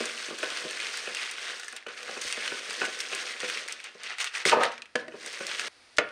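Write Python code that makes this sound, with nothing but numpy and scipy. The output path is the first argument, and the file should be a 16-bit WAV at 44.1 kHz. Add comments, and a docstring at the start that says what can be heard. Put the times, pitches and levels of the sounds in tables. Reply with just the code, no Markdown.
"""A wooden spoon stirs hard pellets in a plastic bowl on a kitchen counter, heard from close by.
The pellets are dense random clicks, filtered and ringing; single ones crack or tick.
The bowl wall rumbles and is knocked (ringing modes), the base bumps, and once the bowl drags over the counter.
At a cut the stirring and its echo end at once; after a short pause the spoon taps the bowl hard.
Filtered noise makes the kitchen background, and decaying noise makes the echo of the room."""
import sys
import numpy as np
from scipy import signal
from scipy.fft import rfft, irfft
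from scipy.io import wavfile

SR = 44100
rng = np.random.default_rng(int(sys.argv[2]) if len(sys.argv) > 2 else 0)


def dump_mix(stems):
    """Bounce the given channels to the path in sys.argv[1] as a 16-bit WAV at rate SR."""
    frames = np.atleast_2d(stems).T  # one column per channel
    limited = np.clip(frames, -1, 1)  # hard clip at full scale
    pcm = np.round(limited * 32767).astype(np.int16)
    wavfile.write(sys.argv[1], SR, pcm)


N = 269539   # length [samples]
CUT_S = 5.683   # the sound is cut: stirring and echo end at once [s]

# All levels in the tables are relative ones.
# vigour of the stirring, heard as the trickle of loose pellets: (time [s], level [dB])
TRICKLE = [(0.0, -38), (0.28, -37.5), (0.375, -44.5), (0.39, -37.5), (1.25, -39), (1.3, -44.5), (1.52, -42),
           (1.69, -45), (1.8, -55.5), (1.855, -70), (1.93, -50), (2.1, -42), (2.42, -39), (3.3, -38.5),
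           (3.39, -46.5), (3.405, -38), (3.58, -38), (3.66, -49), (3.8, -59), (3.95, -66), (4.7, -59.5),
           (4.95, -74), (5.13, -59), (5.25, -40.5), (5.68, -39)]
TRICKLE_TREBLE_DB, TRICKLE_WALL_DB = 2.5, -14   # against the trickle

# the spoon ploughs through the heap, a dull swell:
# (time of the crest [s], rise [s], fall [s], pellet level [dB], bowl wall level [dB])
STROKES = [(0.0, .05, 0.099, -29, -41.5), (0.435, .03, 0.1, -35, -42.5), (0.56, 0.17, 0.12, -35, -63),
           (0.87, 0.2, 0.16, -34.5, -49.5), (1.23, 0.11, 0.072, -31.5, -57),
           (1.51, 0.23, 0.041, -31.5, -52.5), (2.1, 0.1, 0.056, -37, -43), (2.46, 0.19, 0.084, -32, -50.5),
           (2.848, 0.24, 0.033, -31.5, -46.5), (3.13, 0.027, 0.45, -35.5, -49),
           (3.41, 0.0082, 0.17, -32.5, -53), (3.57, 0.049, 0.3, -38, -53.5),
           (5.27, 0.087, 0.068, -47.5, -48), (5.52, 0.071, 0.11, -31, -52), (5.67, 0.14, 0.072, -33, -49)]
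SWELL_DB, STROKE_TREBLE_DB = 12.5, -5   # drop from the crest after one rise or fall time; treble offset

# the heap is jolted and slides:
# (time at full strength [s], rise [s], hold [s], level [dB], treble against the rest [dB])
SLIDES = [(1.764, .005, 0.011, -38.5, -28), (1.885, .003, 0.021, -40.5, -16),
          (1.974, .02, 0.022, -41.5, -2), (2.215, .005, .1, -42.5, 13), (3.683, .01, 0.033, -39.5, -1),
          (3.842, .003, 0.026, -37, -19), (4.007, .03, .03, -40.5, -27), (4.04, .005, 0.032, -37.5, -6),
          (4.093, .03, 0.031, -34, -13), (4.202, .02, 0.014, -29, 2), (4.251, .02, 0.02, -36, 2.5),
          (4.353, .03, 0.026, -29, -0.5), (4.392, .02, 0.026, -34, -8), (4.455, .003, 0.036, -24.5, 6),
          (4.515, .01, 0.012, -26, -27), (4.626, .04, 0.021, -24.5, -12.5), (4.718, .01, 0.013, -38.5, -16),
          (4.983, .02, 0.019, -43.5, -4)]
SLIDE_RISE_DB, SLIDE_WALL_DB = 19, -24.5   # climb in one rise time; wall against the pellets
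SLIDE_FALL_DB_PER_S, TREBLE_FALL_DB_PER_S = 310, 467

# the spoon opens a hollow in the heap: (time [s], middle of its wandering pitch [Hz])
HOLLOW = [(0.0, 2050), (1.27, 2330), (1.65, 1720), (2.28, 2260), (4.21, 2290), (4.6, 1790), (5.09, 1660),
          (5.39, 2260), (5.68, 2470)]
# colour of the pellets: (frequency [Hz], level per Hz [dB])
PELLET_COLOUR = [(410, -33), (700, -8.5), (968, -10), (1050, -7), (1450, -1.5), (2880, -3), (6600, -7.5),
                 (7420, -11), (8780, -7), (9370, -11), (10800, -29), (12100, -33), (14000, -27),
                 (15500, -45)]
# ringing modes of the bowl wall: (frequency [Hz], level [dB], time to fall by 60 dB [s])
BOWL_MODES = [(188, -13.5, 0.028), (236, -11, 0.088), (340.3, -3.5, 0.051), (416, 0.5, 0.061),
              (493.3, -2.5, 0.11), (543, -3, 0.076), (616, 1.5, 0.048), (768, -6, 0.064), (953, -10, 0.056),
              (1049, -5, 0.095), (1186, 3.5, 0.024), (1178, -3, 0.05), (1385, 7.5, 0.015), (1510, 2, 0.061),
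              (1660, -6.5, 0.16), (1810, 1, 0.036), (2150, -15.5, 0.033), (2540, 8, .02), (3000, 0, 0.037),
              (3980, -16, 0.0025)]
# kitchen background: (frequency [Hz], level per Hz [dB])
KITCHEN_COLOUR = [(18, -61), (30, -18), (92, -10.5), (164, -24), (243, -12), (300, -12.5), (1140, -12.5),
                  (1970, -8.5), (3150, -13.5), (4790, -11.5), (7470, -24.5), (9210, -20), (15500, -65)]
KITCHEN_BEFORE_DB, KITCHEN_AFTER_DB = -64.7, -58   # before and after the cut

# spoon and pellets knock the wall: (time [s], peak level [dB], hardness as tilt of the modes [dB per octave])
KNOCKS = [(0.004, -21.5, -5), (0.283, -33.5, -4.5), (0.305, -30.5, -6), (0.429, -28.5, -0.5),
          (0.517, -34, -1), (0.616, -40, -3), (0.646, -30.5, -5.5), (1.073, -28, -0.5), (1.73, -42, 1.5),
          (1.865, -32, -0.5), (2.091, -32, -1.5), (2.166, -31.5, -2.5), (2.245, -37.5, -7),
          (2.373, -29, -3), (2.519, -31, -1.5), (2.688, -37, -5), (2.816, -29, 1), (2.831, -28, -4),
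          (3.128, -31, 0), (3.429, -29, -2), (3.951, -40.5, -6.5), (4.455, -18, -6.5), (4.518, -22.5, 2),
          (4.533, -26.5, -5), (4.542, -25, -4.5), (4.567, -19.5, -3.5), (4.954, -18, -4), (5.08, -36, -6),
          (5.121, -39.5, -1), (5.138, -35.5, -6.5), (5.405, -27.5, -3.5), (5.984, -16.5, -0.5)]
# reverberation: (frequency [Hz], time to fall by 60 dB [s])
ROOM = [(150, 0.67), (500, 0.35), (2000, 0.43), (3500, .25), (6000, 0.1), (12000, 0.13)]

# smaller cracks at random: how many; middle values of peak over the heap, pitch and treble
SMALL_CRACKS = 30
SMALL_DB, SMALL_HZ, SMALL_TREBLE_DB = 8.5, 2140, -13
# single cracks and ticks at set times, loud and quiet:
# (time [s], peak level [dB], pitch [Hz], treble against the peak [dB])
TIMED_CRACKS = [(0.386, -23, 2430, -9), (0.4299, -14.5, 1780, -21), (0.503, -15, 2510, -28),
                (0.5726, -14, 2770, -22), (0.7094, -17, 1770, -13.5), (0.8016, -15, 2450, -30),
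                (0.869, -15, 2300, -27), (0.9725, -26.5, 1960, -0.5), (1.148, -18, 2340, -10),
                (1.1694, -16.5, 2800, -22), (1.232, -22.5, 1960, -17), (1.3124, -34, 2250, 3.5),
                (1.383, -24, 1530, -21), (1.5973, -23, 1455, -11.5), (1.633, -19.5, 1870, -30),
                (1.682, -20.5, 1760, -13.5), (1.7258, -31.5, 1640, -7), (1.7644, -25, 4340, -7),
                (1.8257, -31.5, 2370, -27), (1.8672, -22.5, 2350, -24), (1.884, -34, 3050, -15),
                (2.0297, -20, 2380, -18), (2.2155, -26.5, 2940, -3.5), (2.3254, -14.5, 4240, -14.5),
                (2.4777, -13.5, 2980, -21), (2.708, -17.5, 2060, -15.5), (2.8522, -11, 2840, -28),
                (3.004, -16, 5200, -13), (3.0092, -25, 2130, -6), (3.048, -30, 1740, -19),
                (3.4028, -17.5, 4430, -25), (3.4994, -16, 2600, -15.5), (3.5734, -15.5, 2580, -45),
                (3.6845, -23, 1940, -10), (3.7238, -24, 3000, -4.5), (3.8011, -23.5, 2220, -26),
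                (3.8415, -26.5, 4740, -12), (4.034, -31, 2300, -4.5), (4.184, -19, 2250, -16),
                (4.2025, -16.5, 1930, -14), (4.2434, -11.5, 2240, -17), (4.273, -16, 2880, -29),
                (4.3412, -24, 1790, -29), (4.4528, -5.5, 2150, -19), (4.4814, -26, 1620, -23),
                (4.4955, -7.5, 2850, -17), (4.6347, -5.5, 2340, -20), (4.7193, -27, 1940, -15.5),
                (4.779, -23, 2350, -33), (4.8199, -20.5, 2450, -39), (4.857, -31.5, 2280, -26),
                (4.9561, -6, 1735, -48), (5.0813, -25.5, 1870, -30), (5.262, -19, 1595, -13),
                (5.4675, -23, 4000, -6), (5.5142, -14, 2270, -32.5), (5.5958, -15, 2600, -14),
                (5.9675, -37, 5420, -12), (5.972, -23, 5150, -25), (5.9842, -1, 2144, -43),
                (6.0886, -29, 2130, -33)]
# dull bumps of the base on the counter: (time [s], peak level [dB])
BUMPS = [(2.259, -48), (4.457, -64), (5.983, -36)]

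# the bowl drags over the counter: (time [s], level [dB])
DRAG = [(4.505, -51), (4.523, -20.5), (4.54, -16), (4.551, -26.5), (4.649, -22), (4.76, -68)]
# modes of the base rubbing on the counter: (frequency [Hz], width [Hz], level [dB])
COUNTER_MODES = [(485, 49, 5.5), (580, 110, 4), (775, 75, 3), (925, 59, 4.5), (1264, 57, 3),
                 (1760, 37, -7.5), (2340, 90, -30)]


def amp(db):
    """Gain of a level in dB."""
    return 10 ** (np.asarray(db) / 20)


def power_db(*levels_db):
    """Level of unrelated sounds together: their powers add."""
    return 10 * np.log10(sum(amp(db) ** 2 for db in levels_db) + 1e-20)


def rms_one(x):
    """Scale to rms 1."""
    return x / np.sqrt(np.mean(x ** 2) + 1e-20)


def in_time(rows):
    """Draw straight lines between table rows: one value per sample for each column after the time."""
    s, *columns = np.transpose(rows)
    return [np.interp(np.arange(N) / SR, s, c) for c in columns]


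def at_hz(points, hz):
    """Read a table on a log-frequency axis."""
    table_hz, values = np.array(points)[:, 0], np.array(points)[:, 1]
    return np.interp(np.log(hz), np.log(table_hz), values)


def filtered(x, order, hz, kind="low"):
    """Butterworth filter: keep what lies below, above or between the given frequencies."""
    return signal.sosfilt(signal.butter(order, hz, kind, fs=SR, output="sos"), x)


def colour(x, spectrum):
    """Causal (minimum-phase) filter of that spectrum; white noise keeps its rms."""
    size = 4096
    hz = np.maximum(np.arange(size // 2 + 1) * SR / size, 1)
    log_gain = at_hz(spectrum, hz) * np.log(10) / 20
    # folding the cepstrum forward in time makes the filter respond as early as it can
    cepstrum = irfft(log_gain)
    cepstrum[1:size // 2] *= 2
    cepstrum[size // 2 + 1:] = 0
    response = irfft(np.exp(rfft(cepstrum)))
    return signal.fftconvolve(x, response / np.linalg.norm(response))[:N]


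def drift(rate):
    """Slow random wandering of rms 1, smoothed above the rate in Hz."""
    r = np.exp(-2 * np.pi * rate / SR)
    noise = rng.standard_normal(N + SR)
    settled = signal.lfilter([1], [1, -2 * r, r * r], noise)[SR:]
    return rms_one(settled)


def ring(clicks, hz, t60):
    """A unit click sets a sine of height about 1 ringing; it falls by 60 dB in t60 seconds."""
    r, w = amp(-60 / (t60 * SR)), 2 * np.pi * hz / SR
    return signal.lfilter([0, np.sin(w)], [1, -2 * r * np.cos(w), r * r], clicks + 1e-18)


def grains(per_s, spread_db):
    """Random clicks, mostly small, a few large; rms 1."""
    heights = amp(spread_db * np.minimum(rng.exponential(1, N), 5))
    signs = rng.choice([-1, 1], N)
    return rms_one(heights * signs * (rng.random(N) < per_s / SR))


def heap_motion():
    """Trickle, strokes and slides add up to the levels of the pellets, their treble and the wall."""
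    t, trickle = np.arange(N) / SR, in_time(TRICKLE)[0]
    body, treble, shell = [trickle], [trickle + TRICKLE_TREBLE_DB], [trickle + TRICKLE_WALL_DB]
    for s, rise_s, fall_s, db, wall_db in STROKES:
        side_s = np.where(t < s, rise_s, fall_s)
        shape = -SWELL_DB * np.abs((t - s) / side_s) ** 0.87
        body.append(db + shape)
        treble.append(db + STROKE_TREBLE_DB + shape)
        shell.append(wall_db + shape)
    for s, rise_s, hold_s, db, treble_db in SLIDES:
        rise = SLIDE_RISE_DB * np.minimum(t - s, 0) / rise_s
        after = np.maximum(t - s - hold_s, 0)
        body.append(db + rise - SLIDE_FALL_DB_PER_S * after)
        treble.append(db + treble_db + rise - TREBLE_FALL_DB_PER_S * after)
        shell.append(body[-1] + SLIDE_WALL_DB)
    pellet_db = power_db(*body)
    return pellet_db, power_db(*treble) - pellet_db, power_db(*shell)


def pellets(level_db, treble_db):
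    """Collisions come in clumps and ring a few cycles, loudest near the hollow's pitch, over a fine rustle."""
    clumps = amp(2.0 * drift(25) + 1.7 * drift(90))
    hits = grains(2500 * clumps, spread_db=3.0)
    pitches = np.geomspace(900, 6500, 24)
    dealt = rng.integers(0, 24, N)   # which pitch each hit gets
    hollow_hz = in_time(HOLLOW)[0] * 2 ** (0.12 * drift(32))
    rings = np.zeros(N)
    for k, hz in enumerate(pitches):
        octaves_off = np.log2(hz / hollow_hz)
        boost = amp(6.2 * np.exp(-(octaves_off / 0.41) ** 2))
        rings += rms_one(ring(hits * (dealt == k), hz, 15.5 / hz)) * np.sqrt(hz) * boost
    rustle = grains(14000 * clumps, spread_db=2.2)
    heap = colour(amp(-3.5) * rms_one(rings) + rustle, PELLET_COLOUR)
    low, high = filtered(heap, 2, 4000), filtered(heap, 2, 4000, "high")
    # with one part turned over, the two join without a dip at 4 kHz
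    return amp(level_db - 7.5) * (low - amp(treble_db - 1) * high)


def wall(level_db):
    """Pellets pushed along the wall keep its low modes rumbling."""
    push = filtered(grains(900 * amp(2.5 * drift(30)), spread_db=2.5), 2, 750)
    modes = sum(amp(db) * ring(push, hz, t60) * (-1) ** k   # every other mode is turned over
                for k, (hz, db, t60) in enumerate(BOWL_MODES))
    return amp(level_db - 1.0) * rms_one(modes)


def kitchen(before):
    """Steady coloured noise, a little louder after the cut."""
    level_db = np.where(before, KITCHEN_BEFORE_DB, KITCHEN_AFTER_DB)
    return amp(level_db) * colour(rng.standard_normal(N), KITCHEN_COLOUR)


def knocks():
    """Each mode gets its own strength; a hard blow reaches the high modes; loose pellets rattle after it."""
    s, peak_db, tilt_db = np.transpose(KNOCKS)
    at, out = np.round(s * SR).astype(int), np.zeros(N)
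    chance_db = rng.normal(0, 2.9, (len(KNOCKS), len(BOWL_MODES)))
    rattle = amp(-8.5) * (rng.random(N) < 250 / SR) * rng.standard_normal(N)   # 250 clicks per second
    fade = np.exp(-1 / (0.033 * SR))   # the rattle dies with a time constant of 33 ms
    for k, (hz, level_db, t60) in enumerate(BOWL_MODES):
        clicks = np.zeros(N)
        clicks[at] = amp(peak_db + level_db - 8.5 + tilt_db * np.log2(hz / 500) + chance_db[:, k])
        clicks += rattle * signal.lfilter([1], [1, -fade], clicks + 1e-18)
        out += ring(clicks, hz, t60) * (-1) ** k
    return out


def room(x):
    """Echo of the kitchen: noise that dies band by band."""
    t, edges = np.arange(SR // 2) / SR, 100 * 2. ** (np.arange(15) / 2)   # half-octave bands
    echo = np.zeros(len(t))
    for low, high in zip(edges, edges[1:]):
        band = filtered(rng.standard_normal(len(t)), 2, [low, high], "band")
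        echo += band * amp(-60 * t / at_hz(ROOM, np.sqrt(low * high)))
    echo *= np.clip(t / 0.0017, 0, 1)   # the echo fades in over 1.7 ms
    return x + amp(-14.5) * signal.fftconvolve(x, echo / np.linalg.norm(echo))[:N]


def small_cracks(level_db):
    """Random rows like those of the timed cracks, more frequent where the stirring is brisk."""
    share = np.cumsum(amp(in_time(TRICKLE)[0]) * (np.arange(N) < CUT_S * SR))
    chance, spread = rng.random(SMALL_CRACKS), rng.standard_normal((SMALL_CRACKS, 3))
    at = np.searchsorted(share, chance * share[-1])
    peak_db = level_db[at] + SMALL_DB + 3 * spread[:, 0]
    pitch_hz = SMALL_HZ * 2 ** (0.344 * spread[:, 1])
    treble_db = SMALL_TREBLE_DB + 4 * spread[:, 2]
    return list(zip(at / SR, peak_db, pitch_hz, treble_db))


def cracks(rows):
    """A short ring at the pellet's pitch, with a sharp burst of noise and a softer tail that fades more slowly."""
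    body, top, t = np.zeros(N + SR), np.zeros(N + SR), np.arange(SR // 20) / SR
    puff_fade = np.exp(-t / 0.0009) + 0.5 * np.exp(-t / 0.0059)
    puffs = rng.standard_normal((len(rows), len(t))) * puff_fade
    for (s, peak_db, hz, treble_db), puff in zip(rows, puffs):
        at = round(s * SR)
        tone = np.sin(2 * np.pi * hz * t) * np.exp(-t * hz / 12.3)   # fades over a few cycles
        near = signal.lfilter(*signal.butter(1, [hz * 0.59, hz * 1.73], "band", fs=SR), puff)
        body[at:at + len(t)] += amp(peak_db - 12.0) * (0.32 * tone + 1.43 * near)
        top[at:at + len(t)] += amp(peak_db + treble_db + 4.0) * puff
    high = filtered(top, 2, 4000, "high")
    return colour((body + high)[:N], PELLET_COLOUR)


def bumps():
    """One slow push each: a dull 82 Hz ring that the counter damps within a few hundredths of a second."""
    clicks = np.zeros(N)
    clicks[[round(s * SR) for s, db in BUMPS]] = [amp(db) for s, db in BUMPS]
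    return ring(clicks, 82, 0.033)


def drag():
    """Uneven slips of the base excite bowl and counter together; part of each slip is heard bare."""
    t = np.arange(N) / SR
    slips = grains(1000, spread_db=2.0)
    modes = np.zeros(N)
    for k, (hz, width, db) in enumerate(COUNTER_MODES):
        t60 = np.log(1000) / (np.pi * width)   # a wide mode dies quickly
        modes += amp(db) * rms_one(ring(slips, hz, t60)) * (-1) ** k
    bare = filtered(slips, 2, [400, 2200], "band")
    # 17 ms ramps at the start and the end of the drag
    moving = np.clip(np.minimum(t - DRAG[0][0], DRAG[-1][0] - t) / 0.017, 0, 1)
    return amp(in_time(DRAG)[0] - 1.0) * moving * (rms_one(modes) + amp(-10.5) * rms_one(bare))


def scene():
    """At the cut stirring and echo end at once; after it only the spoon tap's blows sound in the bowl."""
    pellet_db, treble_db, wall_db = heap_motion()
    before = np.arange(N) < CUT_S * SR
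    blows = cracks(list(TIMED_CRACKS) + small_cracks(pellet_db)) + knocks()
    stirring = (pellets(pellet_db, treble_db) + wall(wall_db) + drag() + blows) * before
    spoon_tap = blows * ~before
    bowl = room(stirring) * before + room(spoon_tap)
    bowl = filtered(bowl, 3, 130, "high")   # a small bowl radiates no deep bass
    return (bowl + bumps() + kitchen(before))[None]


def record(dry):
    """The top is cut: everything above 16.3 kHz is at least 70 dB weaker."""
    return signal.sosfilt(signal.cheby2(12, 70, 16300, fs=SR, output="sos"), dry)


dry = scene()
out = record(dry)
dump_mix(out)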